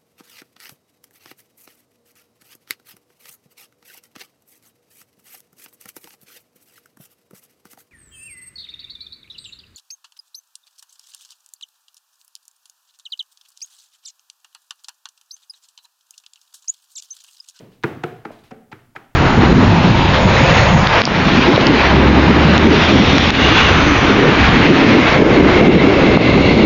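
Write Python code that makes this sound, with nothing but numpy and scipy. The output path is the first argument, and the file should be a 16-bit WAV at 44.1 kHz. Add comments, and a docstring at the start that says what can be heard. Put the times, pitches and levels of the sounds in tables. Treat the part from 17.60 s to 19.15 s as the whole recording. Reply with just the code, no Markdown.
"""Six quick, padding footfalls on a hard floor in a bare, echoing room, the first ones close up.
Each foot rolls on with a few small contacts, slaps flat with a chirp and a hollow pop of air, and
lands its weight in a low knock and thud. Hard edges tick as it touches; faint scuffs and soft bumps
lie between the steps. Underneath are the dying echo of an earlier step, a low hum and microphone hiss."""
import sys
import numpy as np
from scipy import signal
from scipy.fft import rfft, irfft, next_fast_len
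from scipy.io import wavfile

SR = 44100
rng = np.random.default_rng(int(sys.argv[2]) if len(sys.argv) > 2 else 0)


def waveform_to_disk(signal):
    """Save audio, clipped to [-1, 1], as 16-bit WAV at the path in sys.argv[1]."""
    frames = np.transpose(np.atleast_2d(signal))
    scaled = np.clip(frames, -1, 1) * 32767
    samples = np.round(scaled).astype(np.int16)
    wavfile.write(sys.argv[1], SR, samples)


N = 68355

# One row a footfall: start_s, roll_s, roll_db, slap_db, chirp_db, chirp_hz, tilt_db_per_octave,
# pop_db, pop_hz, knock_db, knock_hz, thud_db, thud_hz, weight_send_db, slap_send_db
FOOTFALLS = [(0.2411, 0.0056, -21.5, -16, -9.5, 1403, -0.5, -17, 940, -11.5, 346, -17, 137, -11, -15.5),
             (0.4389, 0.0036, -26.5, -20.5, -9.5, 1323, 0.48, -15.5, 733, -15.5, 360, -21, 153.4, -10.5, -22.5),
             (0.654, .0040, -32.5, -27.5, -18, 1320, -0.16, -23.5, 810, -26.5, 337.7, -33, 217, -4, -28),
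             (0.9164, 0.008, -35, -39, -57, 1320, 0.5, -26.5, 747, -32.5, 434, -30.5, 232.6, -3.5, -36.5),
             (1.1270, .0110, -35.5, -30.5, -31, 1360, 1, -29.5, 866, -34.5, 313, -35.5, 131, -8, -33),
             (1.3631, .0110, -34.5, -25, -23, 1496, 0.5, -33.5, 770, -34.5, 351.4, -42.5, 142, -21, -29.5)]
# A foot brushing the floor: start_s, t60_s, level_db
FLOOR_SCUFFS = [(0.0, 0.54, -70), (0.116, 0.4, -58.5), (0.713, 0.42, -52), (0.786, 0.24, -61),
                (0.837, 0.32, -53.5)]
# Sharp ticks as a foot first touches: start_s, level_db
EDGE_TICKS = [(.229, -36), (0.2364, -16), (0.4386, -24), (0.6559, -30), (0.837, -51), (1.1201, -34)]
# Soft bumps and low rebounds after a step: start_s, level_db, pitch_hz, t60_s
SETTLING_BUMPS = [(0.274, -17.5, 337, .05), (.313, -19.5, 322, 0.067), (.365, -26, 244, 0.065),
                  (.526, -24.5, 417, 0.035), (0.7059, -17.5, 596, 0.016), (.84, -39.5, 75, 0.078)]

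# Low ringing of a footfall: pitch_ratio, gain_db, t60_s
KNOCK_RINGS = [(0.999, 3.5, 0.06), (1.238, -3, 0.1)]
THUD_RINGS = [(1, 6, 0.049), (1.546, -10.5, 0.095), (0.82, -7, 0.067)]
# Low ringing of a bump: pitch_ratio, gain_db
BUMP_RINGS = [(1.038, -3), (0.486, -8), (1.44, -13.5)]
# Reverb time across the spectrum: frequency_hz, t60_s
ROOM_DECAY = [(100, 0.93), (300, 0.48), (800, 0.6), (2000, 0.57), (5000, 0.7), (12000, 0.68)]

# Tone colours as EQ curves: frequency_hz, gain_db
LINGERING_ECHO_EQ = [(40, -64), (110, 1.5), (200, -3), (450, -7), (800, -18.5), (1500, -26.5), (3000, -29),
                     (8000, -44)]  # dark tail of an earlier step
HISS_EQ = [(25, 15), (70, 7), (120, -2.5), (250, 16.5), (600, -40.5), (1500, -13), (4000, -13),
           (8000, -12.5), (16000, -12)]  # noise floor: low murmur and a flat, thin top
SCUFF_EQ = [(60, 13), (500, -0.5), (1500, 0.5), (3800, 2), (6000, -9.5), (10000, -13.5), (16000, -18)]  # broad brushing
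TICK_EQ = [(60, -1), (400, -1), (1300, 3), (2200, 4.5), (3800, 0), (6000, -11), (8500, -31), (16000, -30)]  # hard upper mids
ROLL_EQ = [(60, 6.5), (200, 4.5), (400, 1), (850, 17), (1300, 0.5), (2200, -0.5), (3200, -8), (5800, -14.5),
           (8000, -22.5), (16000, -66)]  # hollow mids
SLAP_EQ = [(60, -20.5), (300, 8), (600, -11), (850, 1), (1050, 1), (1400, 14.5), (1900, -1), (2300, 5.5),
           (3000, -9.5), (4200, -16.5), (6000, -28.5), (8500, -32), (16000, -35)]  # the slap heard directly
SLAP_SEND_EQ = [(60, -17.5), (130, -4.5), (260, 6.5), (420, -3.5), (600, -3), (850, -8), (1050, -6),
                (1400, -0.5), (2000, -5), (3000, -11.5), (4200, -21), (6000, -25), (8500, -37),
                (16000, -51)]  # the slap as it spreads into the room
ROOM_EQ = [(40, 2), (85, 3), (115, 6), (180, -2.5), (270, 1), (420, 3.5), (560, -2.5), (720, 5.5),
           (1400, -2), (3000, -4), (6000, -6), (15000, 14.5)]  # the reverb tail

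ROOM_DELAY_S, ROOM_BUILD_S = 0.0033, 0.0021
TICK_SEND_DB, POP_SEND_DB, BUMP_SEND_DB = -6.5, -11, -7  # reverb sends
HIT_SAMPLES, HIT_LEAD_S = 8192, 0.02  # a hit's buffer opens a little ahead of its moment
CONTACT_ATTACK_S, TILT_PIVOT_HZ = 0.00035, 1500
LINGERING_ECHO_DB, LINGERING_ECHO_T60_S = -39, 0.59
HUM_HZ, HUM_DB, HISS_DB = 116, -61.5, -62.5
ROLL_CONTACTS, ROLL_GROWTH_DB, SLAP_T60_S = 3, 2, 0.035
CHIRP_LEAD_S, CHIRP_START_RATIO, CHIRP_FALL_S = 0.001457, 1.648, 0.0014
LOW_CUT_HZ, TOP_HZ = 91.5, 15950


def amp(db):
    """Decibels to gain."""
    return 10 ** (np.asarray(db) / 20)


def unit(x):
    """Scale to rms 1."""
    return x / np.sqrt(np.mean(x ** 2) + 1e-20)


def along(curve, hz):
    """Read a curve on a log frequency axis."""
    points_hz, values = np.transpose(curve)
    return np.interp(np.log(hz + 1), np.log(points_hz + 1), values)


def coloured(x, eq):
    """Minimum-phase EQ, so nothing rings ahead of an attack."""
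    size = next_fast_len(len(x) // 2 + 1024) * 2
    gain = amp(along(eq, np.fft.rfftfreq(size, 1 / SR)))
    cepstrum = irfft(np.log(gain), size)
    cepstrum[1:size // 2] *= 2
    cepstrum[size // 2 + 1:] = 0
    return irfft(rfft(x, size) * np.exp(rfft(cepstrum)), size)[:len(x)]


def noise(eq):
    """Coloured noise of rms 1."""
    return unit(coloured(rng.standard_normal(N), eq))


def since(start_s):
    """The scene's clock: seconds since start_s, zero before it."""
    return np.maximum(np.arange(N) / SR - start_s, 0)


def hit_clock(delay_s):
    """One hit's clock: zero until delay_s past its moment, then counting seconds."""
    return np.maximum(np.arange(HIT_SAMPLES) / SR - HIT_LEAD_S - delay_s, 0)


def placed(start_s, hit):
    """Lay a short hit on the timeline."""
    return np.pad(hit, (max(round((start_s - HIT_LEAD_S) * SR), 0), N))[:N]


def fade(t, attack_s, t60_s):
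    """Envelope that rises and dies away."""
    return (1 - np.exp(-t / attack_s)) * np.exp(-np.log(1000) * t / t60_s)


def ring(hz, delay_s, attack_s, t60_s):
    """One damped mode."""
    t = hit_clock(delay_s)
    return fade(t, attack_s, t60_s) * np.sin(2 * np.pi * hz * t)


def contact(eq, t60_s, crackle, tilt=0, delay_s=0):
    """An impulse plus a share of dying crackle, with that decay's energy; tilt is in dB per octave."""
    t = hit_clock(delay_s)
    envelope = fade(t, CONTACT_ATTACK_S, t60_s)
    grit = unit(envelope * rng.standard_normal(HIT_SAMPLES))
    click = unit(signal.unit_impulse(HIT_SAMPLES, np.argmax(t > 0)))
    tilted_eq = [(hz, db + tilt * np.log2(hz / TILT_PIVOT_HZ)) for hz, db in eq]
    return unit(coloured(click + crackle * grit, tilted_eq)) * np.sqrt(np.mean(envelope ** 2))


def room(send):
    """The bare room answers from a new spot each time: a dense tail that hangs longest in the bass."""
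    hz, t, spectrum = signal.stft(rng.standard_normal(32768), SR, nperseg=512)
    decay = np.exp(-np.log(1000) * t / along(ROOM_DECAY, hz)[:, None])
    tail = signal.istft(spectrum * decay, SR, nperseg=512)[1]
    tail *= 1 - np.exp(-since(ROOM_DELAY_S)[:len(tail)] / ROOM_BUILD_S)
    return signal.fftconvolve(send, coloured(tail / np.linalg.norm(tail), ROOM_EQ))[:N]


def background():
    """The bed: the dying echo of an earlier step, a low hum and steady hiss."""
    t = since(0)
    decay = np.exp(-np.log(1000) * t / LINGERING_ECHO_T60_S)
    echo = amp(LINGERING_ECHO_DB) * noise(LINGERING_ECHO_EQ) * decay
    hum = amp(HUM_DB) * np.sin(2 * np.pi * HUM_HZ * t)
    return echo + hum + amp(HISS_DB) * noise(HISS_EQ)


def scuffs():
    """Feet brush the floor, brief and faint."""
    strokes = sum(amp(db) * fade(since(start_s), attack_s=0.001, t60_s=t60_s)
                  for start_s, t60_s, db in FLOOR_SCUFFS)
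    return noise(SCUFF_EQ) * strokes


def ticks():
    """Small hard edges click on the floor."""
    direct = sum(amp(db) * placed(start_s, contact(TICK_EQ, t60_s=0.0094, crackle=0.89))
                 for start_s, db in EDGE_TICKS)
    return direct + amp(TICK_SEND_DB) * room(direct)


def roll_on(roll_s, first_db, tilt):
    """The foot rolls on: small contacts, each louder than the last, lead into the slap."""
    out = np.zeros(HIT_SAMPLES)
    for k in range(ROLL_CONTACTS):
        lead_s = roll_s * (1 - k / ROLL_CONTACTS)
        touch = contact(ROLL_EQ, t60_s=0.015, crackle=2.75, tilt=tilt, delay_s=-lead_s)
        out += amp(first_db + ROLL_GROWTH_DB * k) * touch
    return out


def chirp(end_hz):
    """The gap under the foot closes, and its resonance falls quickly to end_hz."""
    t = hit_clock(-CHIRP_LEAD_S)
    pitch_hz = end_hz * (1 + (CHIRP_START_RATIO - 1) * np.exp(-t / CHIRP_FALL_S))
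    phase = 2 * np.pi * np.cumsum(pitch_hz * (t > 0)) / SR
    return fade(t, attack_s=0.0013, t60_s=0.017) * np.sin(phase)


def landing(modes, hz, delay_s, attack_s):
    """The weight comes down and rings a few low modes around hz."""
    return sum(amp(db) * ring(hz * ratio, delay_s, attack_s, t60_s) for ratio, db, t60_s in modes)


def footfalls():
    """Each foot rolls on, slaps flat, pops the air under it and lands its weight; the room answers."""
    out = np.zeros(N)
    for (start_s, roll_s, roll_db, slap_db, chirp_db, chirp_hz, tilt, pop_db, pop_hz,
         knock_db, knock_hz, thud_db, thud_hz, weight_send_db, slap_send_db) in FOOTFALLS:
        roll = roll_on(roll_s, roll_db, tilt)
        slap = amp(slap_db) * contact(SLAP_EQ, SLAP_T60_S, crackle=1.55, tilt=tilt)
        slap += amp(chirp_db) * chirp(chirp_hz)
        pop = amp(pop_db) * ring(pop_hz, delay_s=-0.003, attack_s=0.003, t60_s=0.041)
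        knock = amp(knock_db) * landing(KNOCK_RINGS, knock_hz, delay_s=0.00094, attack_s=0.0025)
        thud = amp(thud_db) * landing(THUD_RINGS, thud_hz, delay_s=0.00317, attack_s=0.0021)
        weight = knock + thud
        # The room hears the slap from all sides, so its send has a colour of its own.
        spread = contact(SLAP_SEND_EQ, SLAP_T60_S, crackle=0, tilt=tilt)
        send = amp(slap_send_db) * spread + amp(POP_SEND_DB) * pop + amp(weight_send_db) * weight
        out += placed(start_s, roll + slap + pop + weight) + placed(start_s, room(send))
    return out


def bumps():
    """Dull, soft contacts as the foot settles."""
    direct = np.zeros(N)
    for start_s, db, hz, t60_s in SETTLING_BUMPS:
        for ratio, mode_db in BUMP_RINGS:
            mode = ring(hz * ratio, delay_s=0, attack_s=0.00073, t60_s=t60_s)
            direct += amp(db + mode_db) * placed(start_s, mode)
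    return direct + amp(BUMP_SEND_DB) * room(direct)


def scene():
    """The mono mix: impacts, thinned of deep bass as by a small microphone, over scuffs and the bed."""
    low_cut = signal.butter(3, LOW_CUT_HZ, "highpass", fs=SR, output="sos")
    impacts = signal.sosfilt(low_cut, footfalls() + ticks() + bumps())
    return (impacts + scuffs() + background())[None]


def record(dry):
    """A brick-wall high cut takes off the very top."""
    size = 2 * next_fast_len(N)
    passband = np.fft.rfftfreq(size, 1 / SR) < TOP_HZ
    return irfft(rfft(dry, size) * passband, size)[..., :N]


dry = scene()
out = record(dry)
waveform_to_disk(out)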